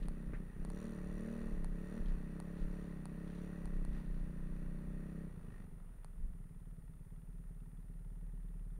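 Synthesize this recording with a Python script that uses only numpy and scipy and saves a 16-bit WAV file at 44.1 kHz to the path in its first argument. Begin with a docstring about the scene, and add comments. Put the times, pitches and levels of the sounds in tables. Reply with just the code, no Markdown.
"""A snow bike pushes through deep snow, heard from a camera on the rider's helmet. From the start the
single-cylinder four-stroke engine rings its pipe, valves and track clatter, snowy branches brush past,
jolts rumble in the camera and its electronics whine faintly. Sharp clicks come now and then, and at
0.33 s the frame knocks once. The throttle swells and eases, then shuts at 5.3 s; the track stops at
5.7 s, and the engine settles to a throbbing idle."""
import sys
import numpy as np
from scipy import signal
from scipy.fft import rfft, irfft, next_fast_len
from scipy.io import wavfile
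from scipy.ndimage import uniform_filter1d

SR = 44100
rng = np.random.default_rng(int(sys.argv[2]) if len(sys.argv) > 2 else 0)


def master_out(mix):
    """Clip the mix to full scale and print it as 16-bit PCM to the path in sys.argv[1]."""
    frames = np.transpose(np.atleast_2d(mix))
    ceiling = np.clip(frames, -1, 1)
    pcm = np.round(ceiling * 32767).astype(np.int16)
    wavfile.write(sys.argv[1], SR, pcm)


N = 387623
T = np.arange(N) / SR
IDLE_HZ, CRUISE_HZ, STRAIN_HZ = 18, 31, 36  # firing rates

# engine speed, one firing to two turns of the crank: (time [s], firing rate [Hz])
FIRING_RATE = [(0.0, 33.18), (0.54, 30.29), (0.83, 38.16), (1.02, 35.8), (1.35, 38.71), (1.5, 37.09),
               (1.68, 32.64), (1.97, 38.39), (2.06, 33.02), (2.25, 32.68), (2.5, 34.75), (2.84, 35.41),
               (3.02, 31.43), (3.23, 34.44), (3.45, 35.47), (4.12, 30.56), (4.29, 30.65), (4.85, 31.81),
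               (5.23, 33.61), (5.37, 28.86), (5.72, 22.62), (6.34, 19.08), (6.91, 17.52), (7.47, 18.35),
               (7.7, 17.63), (7.93, 18.3), (8.79, 18.22)]
# engine load: (time [s], throttle opening [0-1], unevenness of the firings [dB])
THROTTLE = [(0, 0.64, 5.5), (.28, 0.57, 1.5), (.36, 0.54, 4.5), (.55, 0.52, 7.5), (.64, 0.65, 1),
            (5.26, 0.82, 1), (5.31, 0.17, 4), (6.2, 0.05, 4), (6.6, 0.01, 2)]


def amp(db):
    """Amplitude ratio of a level in decibels."""
    return 10 ** (np.asarray(db) / 20)


def curve(rows, axis=1):
    """Linear interpolation of one column of a time table, at every sample."""
    rows = np.asarray(rows, float)
    return np.interp(T, rows[:, 0], rows[:, axis])


def unit(x):
    """Normalisation to an rms of one."""
    return x / np.sqrt(np.mean(x ** 2) + 1e-30)


def steady(x, size=4800):
    """Division by the running rms, which flattens the envelope."""
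    power = uniform_filter1d(uniform_filter1d(x ** 2, size), size)
    return x / np.sqrt(abs(power) + 1e-20)


def noise():
    """Gaussian white noise."""
    return rng.standard_normal(N)


def coloured(x, points):
    """Spectral shaping by (frequency [Hz], gain [dB]) points, to an rms of one."""
    hz, db = np.transpose(points)
    size = next_fast_len(N + 4096)
    bins_hz = np.fft.rfftfreq(size, 1 / SR)
    gain = amp(np.interp(np.log(bins_hz + 1), np.log(hz), db))
    return unit(irfft(rfft(x, size) * gain, size)[:N])


def cut(x, hz, kind, order=4):
    """Causal low-pass or high-pass filtering."""
    return signal.sosfilt(signal.butter(order, hz, kind, fs=SR, output="sos"), x)


def muffled(x, hz, order=6):
    """Zero-phase low-pass filtering."""
    return signal.sosfiltfilt(signal.butter(order, hz, fs=SR, output="sos"), x)


def ring(x, modes):
    """Modal superposition: a sum of damped resonances driven by x."""
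    return sum(amp(db) * signal.lfilter(*signal.iirpeak(hz, hz / width, SR), x)
               for hz, width, db in modes)


def strokes(cycles, phase, uneven_db):
    """An impulse train of uneven force, once an engine cycle at the given phase."""
    hits = np.diff(np.floor(cycles - phase), prepend=np.floor(-phase)) > 0
    return hits * amp(uneven_db * np.clip(noise(), -2, 2))


def gate(turns, phase, width):
    """A periodic Gaussian window, open once a turn."""
    return np.exp(-.5 * (((turns - phase + .5) % 1 - .5) / width) ** 2)


def swell(middle, half):
    """A Gaussian envelope of height one."""
    return np.exp(-.5 * ((T - middle) / half) ** 2)


def swells_db(rows):
    """Brief rises and dips of a level, summed in decibels."""
    return sum(db * swell(middle, half) for middle, half, db in rows)


def engine_level(throttle, idle_db, throttle_db, db_per_hz):
    """Exhaust amplitude: its level is linear in throttle and firing rate, and varies with the pull."""
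    # the engine pulls harder or goes slack: (centre time [s], half length [s], gain [dB])
    pulls = [(.52, 0.039, -6), (1.27, 0.14, 1.5), (5.97, 0.14, -6)]
    speed_db = db_per_hz * (curve(FIRING_RATE) - IDLE_HZ)
    return amp(idle_db + throttle_db * throttle + speed_db + swells_db(pulls))


def exhaust(cycles, idle_gulp_db=-17, burble_db=-34, turbulence_db=-40, gulp_hz=380, soft_hz=250):
    """Impulse-driven resonance: each blow-down rings the pipe, each intake gulp the airbox."""
    # pipe modes under load: (frequency [Hz], bandwidth [Hz], gain [dB])
    loaded_pipe = [(74.7, 10, -1.5), (164, 36, 8), (225.3, 8.1, 10), (284, 16, -13.5), (420, 30, -9.5),
                   (516, 18, -22), (574.3, 38.4, -4), (644, 25, -19)]
    # pipe modes with the throttle shut: (frequency [Hz], bandwidth [Hz], gain [dB])
    idle_pipe = [(89, 54, -7), (128.6, 49, -6), (161.9, 14, 0.5), (230, 12, -5.5), (395, 52, -7),
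                 (586, 130, -21)]
    # intake resonance: (frequency [Hz], bandwidth [Hz], gain [dB])
    airbox = [(179, 72.4, 6.5)]
    # bands cancelled by bodywork echoes: (frequency [Hz], bandwidth [Hz], share removed [dB])
    notches = [(266.3, 31.4, -1.5), (349.7, 33, -3.5)]
    throttle, uneven_db = np.clip(curve(THROTTLE), 0, 1), curve(THROTTLE, axis=2)
    gulps = muffled(strokes(cycles, .92, uneven_db), gulp_hz, order=2)
    turbulence = amp(turbulence_db) * noise() * gate(cycles, .75, .11)
    loaded = ring(strokes(cycles, .64, uneven_db) + turbulence, loaded_pipe) - ring(gulps, airbox)
    # off the throttle, late, ragged burning fills the gaps between soft, uneven firings
    burble = amp(burble_db) * (uneven_db / 3) ** 2 * noise() * (gate(cycles, .94, .2) + .3)
    idle_puffs = muffled(strokes(cycles, .82, uneven_db) + burble, soft_hz, order=1)
    idle_gulps = muffled(strokes(cycles, .66, uneven_db), soft_hz, order=2)
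    idling = ring(idle_puffs, idle_pipe) - amp(idle_gulp_db) * ring(idle_gulps, airbox)
    gas = throttle * loaded + (1 - throttle) * idling
    gas = cut(gas - ring(gas, notches), 33, "high", order=2)
    # the soft boom of each puff and its sharp bark swell separately
    boom = muffled(gas, 314)
    bark = muffled(gas - boom, 577)
    boom_gain = engine_level(throttle, idle_db=-56, throttle_db=4.5, db_per_hz=.34)
    bark_gain = engine_level(throttle, idle_db=-78, throttle_db=-1.5, db_per_hz=1.137)
    return boom_gain * steady(boom) + bark_gain * steady(bark)


def valves(cycles, tick_db=-85, seat_phase=.532, seat_width=.035, idle_db=-75.5, cruise_db=-72):
    """Periodic impact noise: the valve train clatters, and seating valves ring the cylinder head."""
    # clatter spectrum: (frequency [Hz], relative level [dB])
    spectrum = [(100, -17), (300, 6.5), (550, 4), (900, -1), (1150, -1), (1350, -0.5), (1650, -5),
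                (1870, -1), (2200, -9.5), (2700, -12), (3100, -16.5), (3450, -16.5), (4500, -25.5),
                (8000, -38)]
    # cylinder head modes: (frequency [Hz], bandwidth [Hz], gain [dB])
    head_modes = [(906, 65, 9.5), (1270, 94, 5), (1866, 92, 1.5), (2630, 200, -8), (3380, 83, -2.5)]
    pulsing = 1 + .57 * gate(cycles, seat_phase, .048) + .4 * gate(cycles, .08, .12)
    clatter = coloured(noise() * pulsing, spectrum)
    impacts = noise() * amp(2 * noise()) * gate(cycles, seat_phase, seat_width)
    seating = unit(cut(ring(impacts, head_modes), 3760, "low"))
    clatter_db = np.interp(curve(FIRING_RATE), [IDLE_HZ, 22], [idle_db, cruise_db])
    return amp(clatter_db) * clatter + amp(tick_db) * seating


def track(cycles, cruise_db=-67.5, rise_db_per_hz=.8856, slowing_s=4.6, fade_db_per_s=4, stop_s=5.66,
          slack=3.3, block_db=-6, block_decay_s=.011):
    """Forced vibration: chain and track clatter and ring the chain case until they slow and stop."""
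    # clatter spectrum: (frequency [Hz], relative level [dB])
    spectrum = [(100, -18), (300, 9.5), (600, -5), (750, -1.5), (950, -2.5), (1200, -0.5), (1650, -6.5),
                (2000, -6), (2150, -15), (2900, -42), (4200, -19.5), (5100, -30.5), (9500, -57),
                (12000, -31)]
    # chain case modes: (frequency [Hz], bandwidth [Hz], gain [dB])
    case_modes = [(1868, 105, 3), (2284, 140, -12.5), (2536, 164, -10.5), (3447, 45, -14),
                  (5700, 230, -20.5), (6750, 120, -30), (8500, 140, -20)]
    # moments of harder chain clatter: (centre time [s], half length [s], gain [dB])
    clatters = [(2.17, 0.091, 2), (3.52, .07, 0.5), (3.98, 0.034, 5.5), (5.56, 0.072, 4.5)]
    throttle = np.clip(curve(THROTTLE), 0, 1)
    # off the throttle the slack chain slaps harder at each turn of the crank
    slap = (.41 + slack * (1 - throttle) ** 2) * gate(2 * cycles, .83, .097)
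    force = steady(amp(2 * noise()) * (1 + slap))
    # every firing shakes the drive alike, which puts engine harmonics into the clatter
    block_response = rng.standard_normal(1500) * np.exp(-T[:1500] / block_decay_s)
    shaking = unit(signal.oaconvolve(strokes(cycles, .85, 2.5), block_response)[:N])
    firing = amp(block_db) * throttle * shaking
    clatter = coloured(noise() * force + firing, spectrum)
    case = amp(-6.5) * unit(ring(noise() * force + firing, case_modes))
    speed_db = rise_db_per_hz * np.maximum(curve(FIRING_RATE) - CRUISE_HZ, 0)
    fade_db = fade_db_per_s * np.maximum(T - slowing_s, 0)
    rolling = np.clip((stop_s - T) / .025 + .5, 0, 1)
    return amp(cruise_db + speed_db + swells_db(clatters) - fade_db) * rolling * (clatter + case)


def rasp(cycles, strain_db=-82, fall_db_per_hz=3.5, surge_db_per_hz=2.5, surge_s=.48):
    """Amplitude-modulated noise: a hiss at each crank turn, strongest when fast and gaining speed."""
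    # rasp spectrum: (frequency [Hz], relative level [dB])
    spectrum = [(2000, -9), (3500, -2.5), (4400, -0.5), (5300, -20), (5800, 6.5), (6300, -8), (6650, -3),
                (7050, 2), (7900, -20), (8700, 4), (9400, 3), (10300, -2), (11200, -15), (14000, -19)]
    rate = curve(FIRING_RATE)
    pole = np.exp(-1 / (surge_s * SR))
    # high-passing the firing rate leaves the speed just gained
    surge_hz = np.maximum(signal.lfilter([pole, -pole], [1, -pole], rate - rate[0]), 0)
    level_db = strain_db - fall_db_per_hz * np.maximum(STRAIN_HZ - rate, 0) + surge_db_per_hz * surge_hz
    bursts = noise() * (gate(2 * cycles, .087, .052) + .06)
    return amp(level_db) * coloured(bursts, spectrum)


def branches():
    """Friction noise: clumps of tiny grains as snow and twigs slide along the bike."""
    # contacts: (centre time [s], half length [s], level [dB])
    brushes = [(.01, .05, -71), (2.075, .03, -71), (2.607, 0.022, -66), (2.82, .09, -82),
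               (3.35, .09, -75.5), (3.968, 0.045, -74.5), (4.146, 0.073, -77.5)]
    # friction spectrum: (frequency [Hz], relative level [dB])
    spectrum = [(500, -17), (1500, 5.5), (2800, 3.5), (4300, 0.5), (5200, -8), (7000, -10), (8000, -13),
                (10000, -15), (12500, -51)]
    flutter = unit(cut(noise(), 110, "low", order=2))
    clumps = amp(6.6 * np.clip(flutter, -2, 2))
    grains = noise() * amp(2.5 * np.clip(noise(), -2, 2))
    contact = sum(amp(db) * swell(middle, half) for middle, half, db in brushes)
    return contact * coloured(grains * clumps, spectrum)


def camera_shake(cycles, ride_db=-50, rest_s=6.33, settle_s=.8, attack_s=.016, release_s=.08):
    """Structure-borne sound: ride and bumps add in power; at rest the crank's throb takes over."""
    # bumps: (start time [s], hold [s], level [dB])
    jolts = [(0, .1, -39), (.25, 0.079, -38.5), (.57, 0.11, -41.5), (1, 0.16, -45), (1.4, .1, -42.5),
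             (1.52, .19, -38), (1.995, 0.15, -34.5), (2.6, 0.045, -35.5), (3.64, .28, -36.5),
             (4.05, .2, -39), (4.37, 0.36, -42), (4.82, .15, -44.5), (6.165, 0.075, -37.5)]
    # rumble spectrum: (frequency [Hz], relative level [dB])
    spectrum = [(8, -26), (19, -18), (27, 1.5), (33, -2.5), (41, -15), (52, -16), (66, -35), (100, -42.5),
                (200, -45), (500, -90.5)]
    # throb of the crank: (time [s], level [dB])
    throb = [(6.1, -61), (6.6, -56), (7.05, -56), (7.4, -47.5), (7.75, -50), (8.2, -45), (8.79, -44)]
    power = amp(ride_db) ** 2 * np.exp(-np.maximum(T - rest_s, 0) / settle_s)
    for start, held, db in jolts:
        attack = np.clip((T - start) / attack_s, 0, 1)
        release = np.exp(-np.maximum(T - start - held, 0) / release_s)
        power += (amp(db) * attack * release) ** 2
    rumble = steady(coloured(noise(), spectrum), size=2600)
    crank = np.sqrt(2) * np.cos(2 * np.pi * (2 * cycles - .77))
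    return np.sqrt(power) * rumble + amp(curve(throb)) * crank


def electronics(whine_hz=9615.3, flip_hz=36.4, whine_gain_db=-85, leak=.19, hiss_db=-81):
    """Square-wave modulation: steady polarity flips give a thin whine odd sidebands, over hiss."""
    # microphone hiss: (frequency [Hz], relative level [dB])
    spectrum = [(1000, -7.5), (5000, -10), (7000, -7), (8600, -3.5), (10400, -3), (11100, -7),
                (13000, -0.5), (15700, -5)]
    flips = sum(2 * np.sin(2 * np.pi * k * flip_hz * T) / k for k in range(1, 20, 2))
    whine = np.sqrt(2) * np.sin(2 * np.pi * whine_hz * T) * (flips + leak)
    return amp(whine_gain_db) * whine + amp(hiss_db) * coloured(noise(), spectrum)


def sharp_clicks():
    """Damped impulse response: short, dry clicks with a brief high ring, close to the microphone."""
    # clicks: (time [s], peak level [dB])
    clicks = [(.0845, -39.5), (0.6497, -40.5), (0.702, -41.5), (1.6453, -39), (2.4012, -39), (3.0559, -39),
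              (3.6564, -42.5), (3.85, -43.5), (6.046, -43.5)]
    # resonances of a click: (frequency [Hz], bandwidth [Hz], gain [dB])
    modes = [(790, 770, 2.5), (1670, 140, -14.5), (4350, 520, -9.5), (7200, 960, -19), (9370, 1800, -7)]
    impulses = np.zeros(N)
    for time, db in clicks:
        impulses[round(time * SR)] -= amp(db)
    # each resonance is passed twice, which leaves hollow gaps between them
    impulse = signal.unit_impulse(512)
    click = sum(ring(ring(impulse, [(hz, width, 0)]), [(hz, width, db)]) for hz, width, db in modes)
    click = cut(click, 12900, "low", order=6)
    return signal.oaconvolve(impulses, click / abs(click).max())[:N]


def frame_knock(at_s=.334, thump_db=-35, rattle_db=-52, t60_s=.17):
    """Free decay after one blow to the frame: a dull thump and a short metallic rattle."""
    # frame modes: (frequency [Hz], bandwidth [Hz], gain [dB])
    modes = [(124, 41, 20), (235, 41, -1), (420, 90, -25), (590, 73, -21)]
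    # rattle spectrum: (frequency [Hz], relative level [dB])
    spectrum = [(400, 3.5), (800, -2), (1250, 0.5), (1900, 4), (2400, -3.5), (3000, -15), (4200, -26),
                (6000, -31), (10000, -44)]
    blow = signal.unit_impulse(N, round(at_s * SR))
    thump = cut(ring(blow, modes), 530, "low")
    decay = (T >= at_s) * amp(-60 * np.maximum(T - at_s, 0) / t60_s)
    rattle = decay * coloured(noise(), spectrum)
    return amp(rattle_db) * rattle - amp(thump_db) * thump / abs(thump).max()


def scene(fade_s=.00087):
    """Superposition of close, dry sources: deep snow absorbs sound and gives no echo."""
    cycles = np.cumsum(curve(FIRING_RATE)) / SR
    bike = exhaust(cycles) + valves(cycles) + track(cycles) + rasp(cycles) + frame_knock()
    mix = bike + branches() + camera_shake(cycles) + sharp_clicks()
    ramp = np.clip(np.minimum(T, T[-1] - T) / fade_s, 0, 1)
    return (np.sin(np.pi / 2 * ramp) ** 2 * mix)[None]


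def record(dry):
    """Self-noise and band limiting: the camera adds its electronics and cuts off at 15.8 kHz."""
    low_pass = signal.firwin(801, 15800, window=("kaiser", 9), fs=SR)
    return signal.oaconvolve(dry + electronics(), low_pass[None], "same")


dry = scene()
out = record(dry)
master_out(out)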